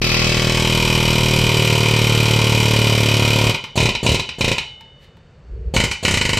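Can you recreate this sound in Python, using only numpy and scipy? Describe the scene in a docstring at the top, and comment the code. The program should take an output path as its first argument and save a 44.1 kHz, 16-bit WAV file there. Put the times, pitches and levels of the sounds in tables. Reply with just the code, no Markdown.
"""Air hammer on clamped steel

An air hammer drives a chisel against a steel part held in a vise, in a small garage: one long burst, then five short ones.
Each piston stroke puffs air twice and strikes once, as clicks and noise bursts that excite resonances and filters.
The steel clanks and rings on, and as the air runs out the last blows come late.
In the pause the tool is shifted, with two ticks, a rub and a low rumble, all of shaped noise and ringing modes."""
import sys
import numpy as np
from scipy import signal
from scipy.fft import rfft, irfft
from scipy.io import wavfile
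from scipy.ndimage import uniform_filter1d

SR = 44100
rng = np.random.default_rng(int(sys.argv[2]) if len(sys.argv) > 2 else 0)


def store_wav(level_fs):
    """Save 16-bit WAV to argv[1]."""
    pcm = np.round(np.clip(np.atleast_2d(level_fs), -1, 1) * 32767)
    wavfile.write(sys.argv[1], SR, pcm.T.astype(np.int16))


N = 281799
TIME = np.arange(N) / SR  # seconds

# Colour of the clank as the hammer starts. Each row: frequency in Hz, relative level in dB.
CLANK_FIRST = [(450, -16.5), (760, -17), (1110, -9), (1620, -16), (1840, -7), (2250, -6.5), (2460, 2.5),
               (2750, -6), (3040, -13.5), (3410, -12.5), (4730, -9), (8680, -43.5), (10900, -39),
               (12500, -36.5), (15500, -66)]
# Colour once the chisel has seated itself. Each row: frequency in Hz, relative level in dB.
CLANK_SEATED = [(450, -38), (760, -27), (907, -4), (1460, -17.5), (1600, -21), (2430, -3), (2790, -7),
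                (3040, -3.5), (3330, -14), (5790, -11.5), (6330, -18.5), (8570, -16.5), (10900, -28.5),
                (12700, -28), (15500, -38)]
# Colour in the short bursts before the tool is shifted. Each row: frequency in Hz, relative level in dB.
CLANK_BURSTS = [(590, -25.5), (1000, -2), (1190, -19), (1440, -18.5), (1580, -17), (2450, -1.5),
                (2650, -6.5), (3040, -1), (3300, -17.5), (3910, -4), (4240, -11), (8060, -10.5),
                (11500, -26), (12800, -28.5), (15500, -36)]
# Colour after the tool is shifted. Each row: frequency in Hz, relative level in dB.
CLANK_SHIFTED = [(380, -58), (650, -27), (918, -3.5), (1330, -13.5), (1480, -7.5), (1580, -16.5),
                 (2060, 0.5), (2450, 2), (2720, -11), (2950, 2), (3410, -16), (3950, -6.5), (6200, -17),
                 (7880, -18.5), (15500, -50)]
# Damped resonances of chisel and tool. Each row: frequency in Hz, width in Hz, relative level in dB.
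CHISEL_MODES = [(1430, 44, -8), (2483, 53, 6.5), (3140, 130, 0.5), (3490, 43, -6), (3870, 16, -2.5),
                (3950, 45, -9.5), (4790, 36, -13), (5215, 61, -13), (5534, 51, -10.5), (5870, 22, -8),
                (6080, 17, -13), (6600, 84, -35), (8026, 47, -15.5), (7770, 210, -23.5), (9350, 270, -20.5)]
# The part rings less under the pressed chisel, and under the hand laid on it after the pause
PRESSED_DB, HELD_DB = -3.5, -2.5


def steel(times, strike_db, crack_db, running):
    """A short dense clank and a bright crack, with the chisel's resonances and the long ring of the part."""
    blows = contacts(times, strike_db, running, chatter_db=-3.5, chatter_s=.008, return_db=-8.0)
    knocks = contacts(times + .001, strike_db, running, chatter_db=-16.0, chatter_s=.004, return_db=-2.5)
    cracks = spray(clicks(times - .0015, crack_db), 0.016)

    # share of each seat of the chisel over time
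    seated = np.interp(TIME, [.15, .7], [0, 1])
    bursts, shifted = TIME > 3.7, TIME > 5
    seats = [
        (CLANK_FIRST, 1 - seated),
        (CLANK_SEATED, seated * ~bursts),
        (CLANK_BURSTS, bursts & ~shifted),
        (CLANK_SHIFTED, shifted),
    ]
    clank = np.zeros(N)
    for spectrum, share in seats:
        body = unit(cut(colour(dense_modes(t60=0.044), spectrum), 4990, "low"))
        edge = unit(cut(colour(dense_modes(t60=0.0067), spectrum), 5840, "high"))
        clank += from_db(16.0) * through(blows * share ** .5, body)
        clank += from_db(30.0) * through(cracks * share ** .5, edge)

    chisel = np.zeros(N)
    for k, (hz, width_hz, db) in enumerate(CHISEL_MODES):
        t60 = np.log(1000) / (np.pi * width_hz)  # a wide resonance dies sooner
        sign = (-1) ** k
        chisel += sign * from_db(db) * np.sqrt(width_hz / 80) * ring(knocks, hz, t60)
    chisel *= from_db(np.where(shifted, -16.0, -10.0))

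    pressed_db = PRESSED_DB * (times < LAST_STROKE_S)
    held_db = HELD_DB * np.interp(times, TIME, shifted)
    long_ring = part_ring(clicks(times, strike_db + pressed_db + held_db))
    return clank + chisel + from_db(-27.5) * long_ring


def contacts(times, db, running, chatter_db, chatter_s, return_db, return_s=.0115):
    """The blow, the knock of the returning piston while air flows, and the chisel's chatter after both."""
    blow = clicks(times, db)
    return_knock = clicks(times + return_s, db + return_db + running)
    hits = blow + return_knock
    return hits + from_db(chatter_db) * spray(hits, chatter_s)


# Long-ringing modes of the steel part. Each row: frequency in Hz, relative level in dB, t60 in seconds.
PART_MODES = [(861, -15, 0.95), (2137, -10, 0.88), (2606, -10, 0.71), (2772, -4, 0.47), (2955, 0, 1.0),
              (3004, -8, 1.2), (3079, -2, 0.51), (3429, -6, 0.46), (3639, -15, 1.5), (3811, -10, 0.34),
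              (4081, -4, 0.17), (4430, -20, 0.5), (4657, -11, 0.38), (4829, -22, 0.61), (5001, -16, 0.29),
              (5276, -15, 0.53), (5615, -13, 0.34), (5959, -25, 0.49), (6476, -23, 0.39), (6874, -23, 0.43)]


def part_ring(hits, kick=0.797):
    """Blows meet the long modes at chance phases: their energies add, and each blow nudges the phase."""
    out, struck = np.zeros(N), hits > 0
    for hz, db, t60 in PART_MODES:
        energy_decay = from_db(-120 / (t60 * SR))  # per sample
        energy = signal.lfilter([1], [1, -energy_decay], hits ** 2 + 1e-18)
        nudges = np.zeros(N)
        chance = rng.standard_normal(struck.sum())
        nudges[struck] = 2 * kick * chance * hits[struck] / np.sqrt(energy[struck])
        phase = 2 * np.pi * hz * TIME + np.cumsum(nudges)
        out += from_db(db) * np.sqrt(energy / t60) * np.sin(phase)
    return out


# Short runs of evenly spaced strokes. 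Each row: first stroke in seconds, last stroke in seconds,
# number of strokes, strike level in dB, kickback loss in dB, puff level in dB, crack level in dB.
RUNS = [(3.7765, 3.856, 4, -6.5, 6, -14.5, -32), (4.0647, 4.1457, 4, -7, 5, -14.5, -30.5),
        (4.4094, 4.5160, 4, -7.7, 0, -17.5, -33), (5.7646, 5.8397, 3, -4.5, 4, -16.5, -25.5),
        (6.0511, 6.1414, 4, -5, 4, -18, -25.5), (6.1735, 6.3726, 6, -7, 0, -20.3, -27.5)]
# The tool kicks back off the part over the first strokes of a run, then is pressed in again.
# Each row: stroke number from 0, share of the kickback loss from 0 to 1.
KICKBACK = [(0, 0), (1, .3), (2, 1), (3, .3), (4, 0)]
# Late blows as the air runs out after a burst. Each row: time in seconds, strike level in dB, crack level in dB.
LATE_BLOWS = [(3.5455, -10, -41), (3.6399, -18.5, -52), (3.8902, -10.5, -37.5), (3.951, -10, -44),
              (4.1963, -10, -39), (4.2903, -15, -51.5), (4.5821, -9.5, -39.5), (5.914, -8.5, -30)]


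def strokes():
    """All piston strokes, long burst, runs and late blows, as columns (s, strike dB, puff dB, crack dB)."""
    rows = list(long_burst())
    for first_s, last_s, count, strike_db, kickback_db, puff_db, crack_db in RUNS:
        for k, s in enumerate(np.linspace(first_s, last_s, round(count))):
            loss_db = kickback_db * np.interp(k, *np.transpose(KICKBACK))
            rows.append((s, strike_db - loss_db, puff_db, crack_db))
    for s, strike_db, crack_db in LATE_BLOWS:
        wait_s = s - max(row[0] for row in rows if row[0] < s)
        rows.append((s, strike_db, puff_after(wait_s), crack_db))
    return np.transpose(rows)


# The long burst strikes evenly; its puffs swell while the chisel beds in
STRIKE_DB, CRACK_DB = -9.5, -31.5
BEDDING_S, BEDDING_DB = 1.3, -4.5
FIRST_STROKE_S, LAST_STROKE_S = .0176, 3.51


def long_burst():
    """Steady hammering, slightly uneven: rows (s, strike dB, puff dB, crack dB)."""
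    turns = stroke_count()
    times = np.interp(np.arange(np.interp(LAST_STROKE_S, TIME, turns)), turns, TIME)
    puff_db = PUFF_DB + BEDDING_DB * np.maximum(0, 1 - times / BEDDING_S)
    rows = np.column_stack(np.broadcast_arrays(times, STRIKE_DB, puff_db, CRACK_DB))
    jitter_s, uneven_db = .00009, .45
    return rows + rng.standard_normal(rows.shape) * [jitter_s, uneven_db, uneven_db, uneven_db]


# The long burst slows as the air pressure sags. Each row: time in seconds, strokes per second.
STROKE_RATE = [(0.0, 40.1), (0.35, 39.44), (0.85, 39.61), (1.2, 38.87), (2.05, 37.69), (2.7, 37.39),
               (3.2, 36.62), (3.5, 36.77)]


def stroke_count():
    """Piston cycles of the long burst since its first stroke, at every sample."""
    turns = np.cumsum(np.interp(TIME, *np.transpose(STROKE_RATE))) / SR
    return turns - np.interp(FIRST_STROKE_S, TIME, turns)


# Longest wait at full pace, puff level up to there, and loss per doubling of the wait beyond it
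FULL_PACE_S, PUFF_DB, PUFF_LOSS_DB = 0.028, -15, 12


def puff_after(wait_s):
    """Less air means a longer wait for the stroke and a weaker puff."""
    return PUFF_DB - PUFF_LOSS_DB * np.log2(np.maximum(wait_s / FULL_PACE_S, 1))


# Soft puffs with a rush of air before each short burst, two before the second.
# Each row: time in seconds, relative level of the air rush in dB, relative level of the puff in dB.
SOFT_PUFFS = [(3.756, 0, -22), (4.0297, -2.5, -16), (4.047, -6, -18), (4.3846, -10, -25),
              (5.7386, 0.5, -17), (6.028, -2.5, -24)]
# Low resonances stirred by each puff. Each row: frequency in Hz, relative level in dB, t60 in seconds.
THUD_MODES = [(61.4, -17, .06), (116.3, -1.5, 0.084), (151.3, -5.5, 0.094), (191.52, -10.5, 0.133),
              (247.8, -7, 0.034), (379.95, -2.5, 0.02985), (445, -16.5, 0.014), (503.3, -13, 0.089),
              (619, -34, 0.096)]
# Colour of the escaping air. 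Each row: frequency in Hz, relative level in dB.
AIR_COLOUR = [(290, -25.5), (500, 15.5), (1410, -12.5), (2970, -6), (3330, -8.5), (4500, -4.5), (5130, -21),
              (7130, -6.5), (15500, -38.5)]
# Colour of the bench shaking. Each row: frequency in Hz, relative level in dB.
SHAKE_COLOUR = [(20, -23.5), (30, 1), (42, 1), (70, 6), (110, 1.5), (200, -24.5), (400, -45.5)]


def exhaust(times, puff_db, lead_s=0.001716, second_s=0.00856, second_db=-11.0):
    """Air leaves in two puffs a stroke; it thuds and hisses, with a soft puff and a rush before each short burst."""
    soft_times, rush_db, soft_db = np.transpose(SOFT_PUFFS)
    puffs = clicks(times - lead_s, puff_db)
    puffs = puffs + clicks(times - lead_s + second_s, puff_db + second_db)
    puffs = puffs + clicks(soft_times, soft_db - 3.5)

    gusty = puffs + from_db(-15.0) * spray(puffs, .008)
    thud = sum(from_db(db) * ring(gusty, hz, t60) for hz, db, t60 in THUD_MODES)
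    thud = cut(thud, 539, "low", order=3)

    vented = from_db(14.0) * spray(puffs, .025)
    rush = from_db(10.0) * spray(clicks(soft_times + .004, rush_db), .03, size=400)
    hiss = cut(colour(vented + rush, AIR_COLOUR), 900, "high", order=1)

    # the recoil shakes the bench, more so when the tool is held loosely
    shake = colour(spray(puffs, 0.031), SHAKE_COLOUR)
    shake = shake * from_db(np.interp(TIME, [3.5, 3.7, 5.0, 5.7], [-2.0, 5.0, 7.5, 10.5]))
    return from_db(4.0) * thud + from_db(8.5) * hiss + from_db(34.5) * shake


# The chisel touches the part lightly. Each row: time in seconds, relative level in dB.
TICKS = [(4.8079, -24.5), (5.1696, -37)]
# Colour of the ticks and the rub. Each row: frequency in Hz, relative level in dB.
RUB_COLOUR = [(880, -31), (1500, -12.5), (1690, 1.5), (3480, -3.5), (4390, -2), (5550, -12), (6210, -11.5),
              (14000, -27)]
# Colour of the rumble. 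Each row: frequency in Hz, relative level in dB.
RUMBLE_COLOUR = [(18, -37), (30, -16.5), (59, 4.5), (121, -13), (183, -16), (226, -50.5), (352, -24.5),
                 (468, -19.5), (517, -42), (563, -33), (900, -61), (1170, -91), (1980, -120)]
# The loose chisel rings briefly at each tick
TICK_HZ, TICK_T60_S, TICK_RING_DB = 896, 0.27, -17
RUB_START_S, RUB_DB = 4.96, -54.5
# The rumble lasts until just before the next burst
RUMBLE_START_S, RUMBLE_HOLD_S, RUMBLE_DB = 5.41, .19, -29.0


def handling():
    """Ticks of the chisel, a brief rub and a low rumble, from clicks and coloured noise, as the tool is shifted."""
    touches = clicks(*np.transpose(TICKS))
    ticks = from_db(13.5) * colour(spray(touches, 0.0057), RUB_COLOUR)
    ticks += from_db(-34.0) * part_ring(touches)
    ticks += from_db(TICK_RING_DB) * ring(touches, TICK_HZ, TICK_T60_S)
    rub = swell(RUB_START_S, attack_s=0.069, hold_s=0.018, release_s=0.068, db=RUB_DB)
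    rub = rub * noise(RUB_COLOUR)
    rumble = swell(RUMBLE_START_S, attack_s=.11, hold_s=RUMBLE_HOLD_S, release_s=.15, db=RUMBLE_DB)
    rumble = rumble * noise(RUMBLE_COLOUR)
    return ticks + rub + rumble


# The bench sways once a stroke until it settles, and has a resonance near three times the stroke rate
SWAY_DB, SWAY_SETTLES_S, SWAY_FADE_S = -24, 1.42, .16
BENCH_HZ, BENCH_WIDTH_HZ, DRONE_DB = 111.8, 4.5, -21.5


def bench(lead_s=0.0027):
    """The bench and vise swing in step with the strokes; they drone as the slowing hammer nears their resonance."""
    rate = np.interp(TIME, *np.transpose(STROKE_RATE))
    phase = 2 * np.pi * (stroke_count() + lead_s * rate)
    settling = np.exp(-np.maximum(0, TIME - SWAY_SETTLES_S) / SWAY_FADE_S)
    sway = from_db(SWAY_DB) * settling * np.sin(phase)
    detuning = 2 * (3 * rate - BENCH_HZ) / BENCH_WIDTH_HZ
    drone = from_db(DRONE_DB) * np.cos(3 * phase) / np.hypot(1, detuning)
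    stopping = np.exp(-np.maximum(0, TIME - LAST_STROKE_S) / .012)
    return (sway + drone) * stopping


def garage(x, t60=0.333, wet_db=-4.0, dull_hz=6500, size=300):
    """A short, dull reverberation from cluttered walls, a few milliseconds behind the direct sound."""
    tail = np.pad(dense_modes(t60), (size, 0))  # size: delay in samples
    spectrum = [(120, -14), (300, -7), (1000, wet_db), (5000, wet_db)]  # Hz, dB
    echo = colour(through(x, tail), spectrum)
    return x + cut(echo, dull_hz, "low", order=2)


# Colour of the room's hush. Each row: frequency in Hz, relative level in dB.
HUSH_COLOUR = [(15, -37), (25, -4), (142, 2.5), (293, -16), (523, -8), (699, -17.5), (1340, -21.5),
               (1440, -20.5), (2020, -24.5), (2900, -26), (3200, -31.5), (4480, -34.5), (8000, -42),
               (10400, -65), (17600, -120)]
HUSH_DB = -47.5


def background(leak_hz=4450, leak_db=-74.0):
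    """The low hush of the room and a faint whistle of leaking air, which is noise through a resonance."""
    leak = unit(ring(rng.standard_normal(N), leak_hz, t60=.015)) * np.sqrt(N)
    return from_db(HUSH_DB) * noise(HUSH_COLOUR) + from_db(leak_db) * leak


def from_db(db):
    """Decibels to gain."""
    return 10 ** (np.asarray(db) / 20)


def unit(x):
    """Scale to an energy of one."""
    return x / np.sqrt(np.sum(x ** 2) + 1e-20)


def gain_at(points, hz):
    """Read a spectrum on a log-frequency axis."""
    f, db = np.transpose(points)
    return from_db(np.interp(np.log(hz + 1), np.log(f), db))


def colour(x, points, size=4096):
    """Causal (minimum-phase) filter with the given spectrum."""
    cepstrum = irfft(np.log(gain_at(points, np.fft.rfftfreq(size, 1 / SR))))
    # folding the cepstrum forward in time makes the filter causal
    cepstrum[1:size // 2] *= 2
    cepstrum[size // 2 + 1:] = 0
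    return through(x, irfft(np.exp(rfft(cepstrum))))


def through(x, response):
    """Convolve, keeping the length."""
    return signal.fftconvolve(x, response)[:len(x)]


def cut(x, hz, kind, order=4):
    """Butterworth low- or high-pass."""
    sos = signal.butter(order, min(hz, SR / 2 - 1), kind, fs=SR, output="sos")
    return signal.sosfilt(sos, x)


def noise(points):
    """Coloured noise of rms one."""
    return unit(colour(rng.standard_normal(N), points)) * np.sqrt(N)


def clicks(times, db):
    """One impulse for each time."""
    samples = np.clip(np.round(times * SR).astype(int), 0, N)
    return np.bincount(samples, from_db(db), N + 1)[:N]


def ring(x, hz, t60):
    """A unit click starts a decaying oscillation of height one."""
    r = from_db(-60 / (t60 * SR))  # decay per sample
    w = 2 * np.pi * hz / SR
    return signal.lfilter([.5, 0, -.5], [1, -2 * r * np.cos(w), r * r], x + 1e-18)


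def spray(hits, decay_s, size=110):
    """Each click becomes a quickly swelling, then dying burst of noise of the same energy."""
    r = np.exp(-2 / (decay_s * SR))
    energy = signal.lfilter([1 - r], [1, -r], hits ** 2 + 1e-18)
    energy = uniform_filter1d(energy, size)  # size: swell in samples
    return np.sqrt(np.abs(energy)) * rng.standard_normal(N)


def dense_modes(t60, size=16384):
    """Response of countless overlapping modes, even over the spectrum; energy one."""
    fade = from_db(-60 * TIME[:size] / t60)
    response = rng.standard_normal(size) * fade
    for _ in range(4):  # flatten the spectrum and restore the fade in turn
        spectrum = rfft(response)
        response = irfft(spectrum / np.sqrt(uniform_filter1d(np.abs(spectrum) ** 2, size=9)))
        response *= fade / np.sqrt(np.abs(uniform_filter1d(response ** 2, size=200)) + 1e-20)
    return unit(response)


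def swell(start_s, attack_s, hold_s, release_s, db):
    """Gain that rises 30 dB in the attack, holds, and falls 30 dB in the release, on the same slopes outside."""
    before = 1 - (TIME - start_s) / attack_s
    after = (TIME - start_s - attack_s - hold_s) / release_s
    return from_db(db - 30 * np.clip(np.maximum(before, after), 0, 5))


# Colour of the side signal once the image has narrowed. Each row: frequency in Hz, relative level in dB.
NARROW_WIDTH = [(60, -41.5), (110, -53.5), (200, -46), (380, -38), (700, -28.5), (1290, -37.5),
                (2380, -54.5), (4400, -31), (8120, -16.5), (15000, 3.5)]
# Colour of the side signal while the image is wide. Each row: frequency in Hz, relative level in dB.
OPEN_WIDTH = [(60, -3), (110, -13), (200, -11), (380, -11), (700, -9.5), (1290, -7), (2380, -5), (4400, 0),
              (8120, 5.5), (15000, 5)]
NARROWING_S, NARROWING_DB_PER_S = 0.218, 36  # when the wide image starts to fade, and how fast


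def scene():
    """The hammer close in front; the image starts wide, then narrows to the centre except in the treble."""
    times, strike_db, puff_db, crack_db = strokes()
    running = np.minimum(0, puff_db - PUFF_DB)  # dB: the return stroke weakens with the air pressure
    hammer = steel(times, strike_db, crack_db, running) + exhaust(times, puff_db)
    mid = garage(hammer + handling())
    # a briefly blurred copy of the sound, added left and subtracted right, makes the width
    blurred = through(mid, dense_modes(t60=0.049))
    wide = from_db(-NARROWING_DB_PER_S * np.maximum(0, TIME - NARROWING_S))
    side = (1 - wide) * colour(blurred, NARROW_WIDTH) + wide * colour(blurred, OPEN_WIDTH)
    return np.array([mid + side, mid - side]) + bench() + background()


CUTOFF_HZ = 15750


def record(dry, port_hz=12500, port_t60=.009, left_db=-27.0, right_db=-17.0):
    """The microphone ports ring, mostly the right one; peaks are rounded and the top is cut."""
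    heard = dry + from_db([[left_db], [right_db]]) * ring(dry, port_hz, port_t60)
    rounded = .95 * np.tanh(heard / .95)
    top_cut = signal.ellip(10, .1, 80, CUTOFF_HZ, fs=SR, output="sos")
    return signal.sosfilt(top_cut, rounded)


dry = scene()
out = record(dry)
store_wav(out)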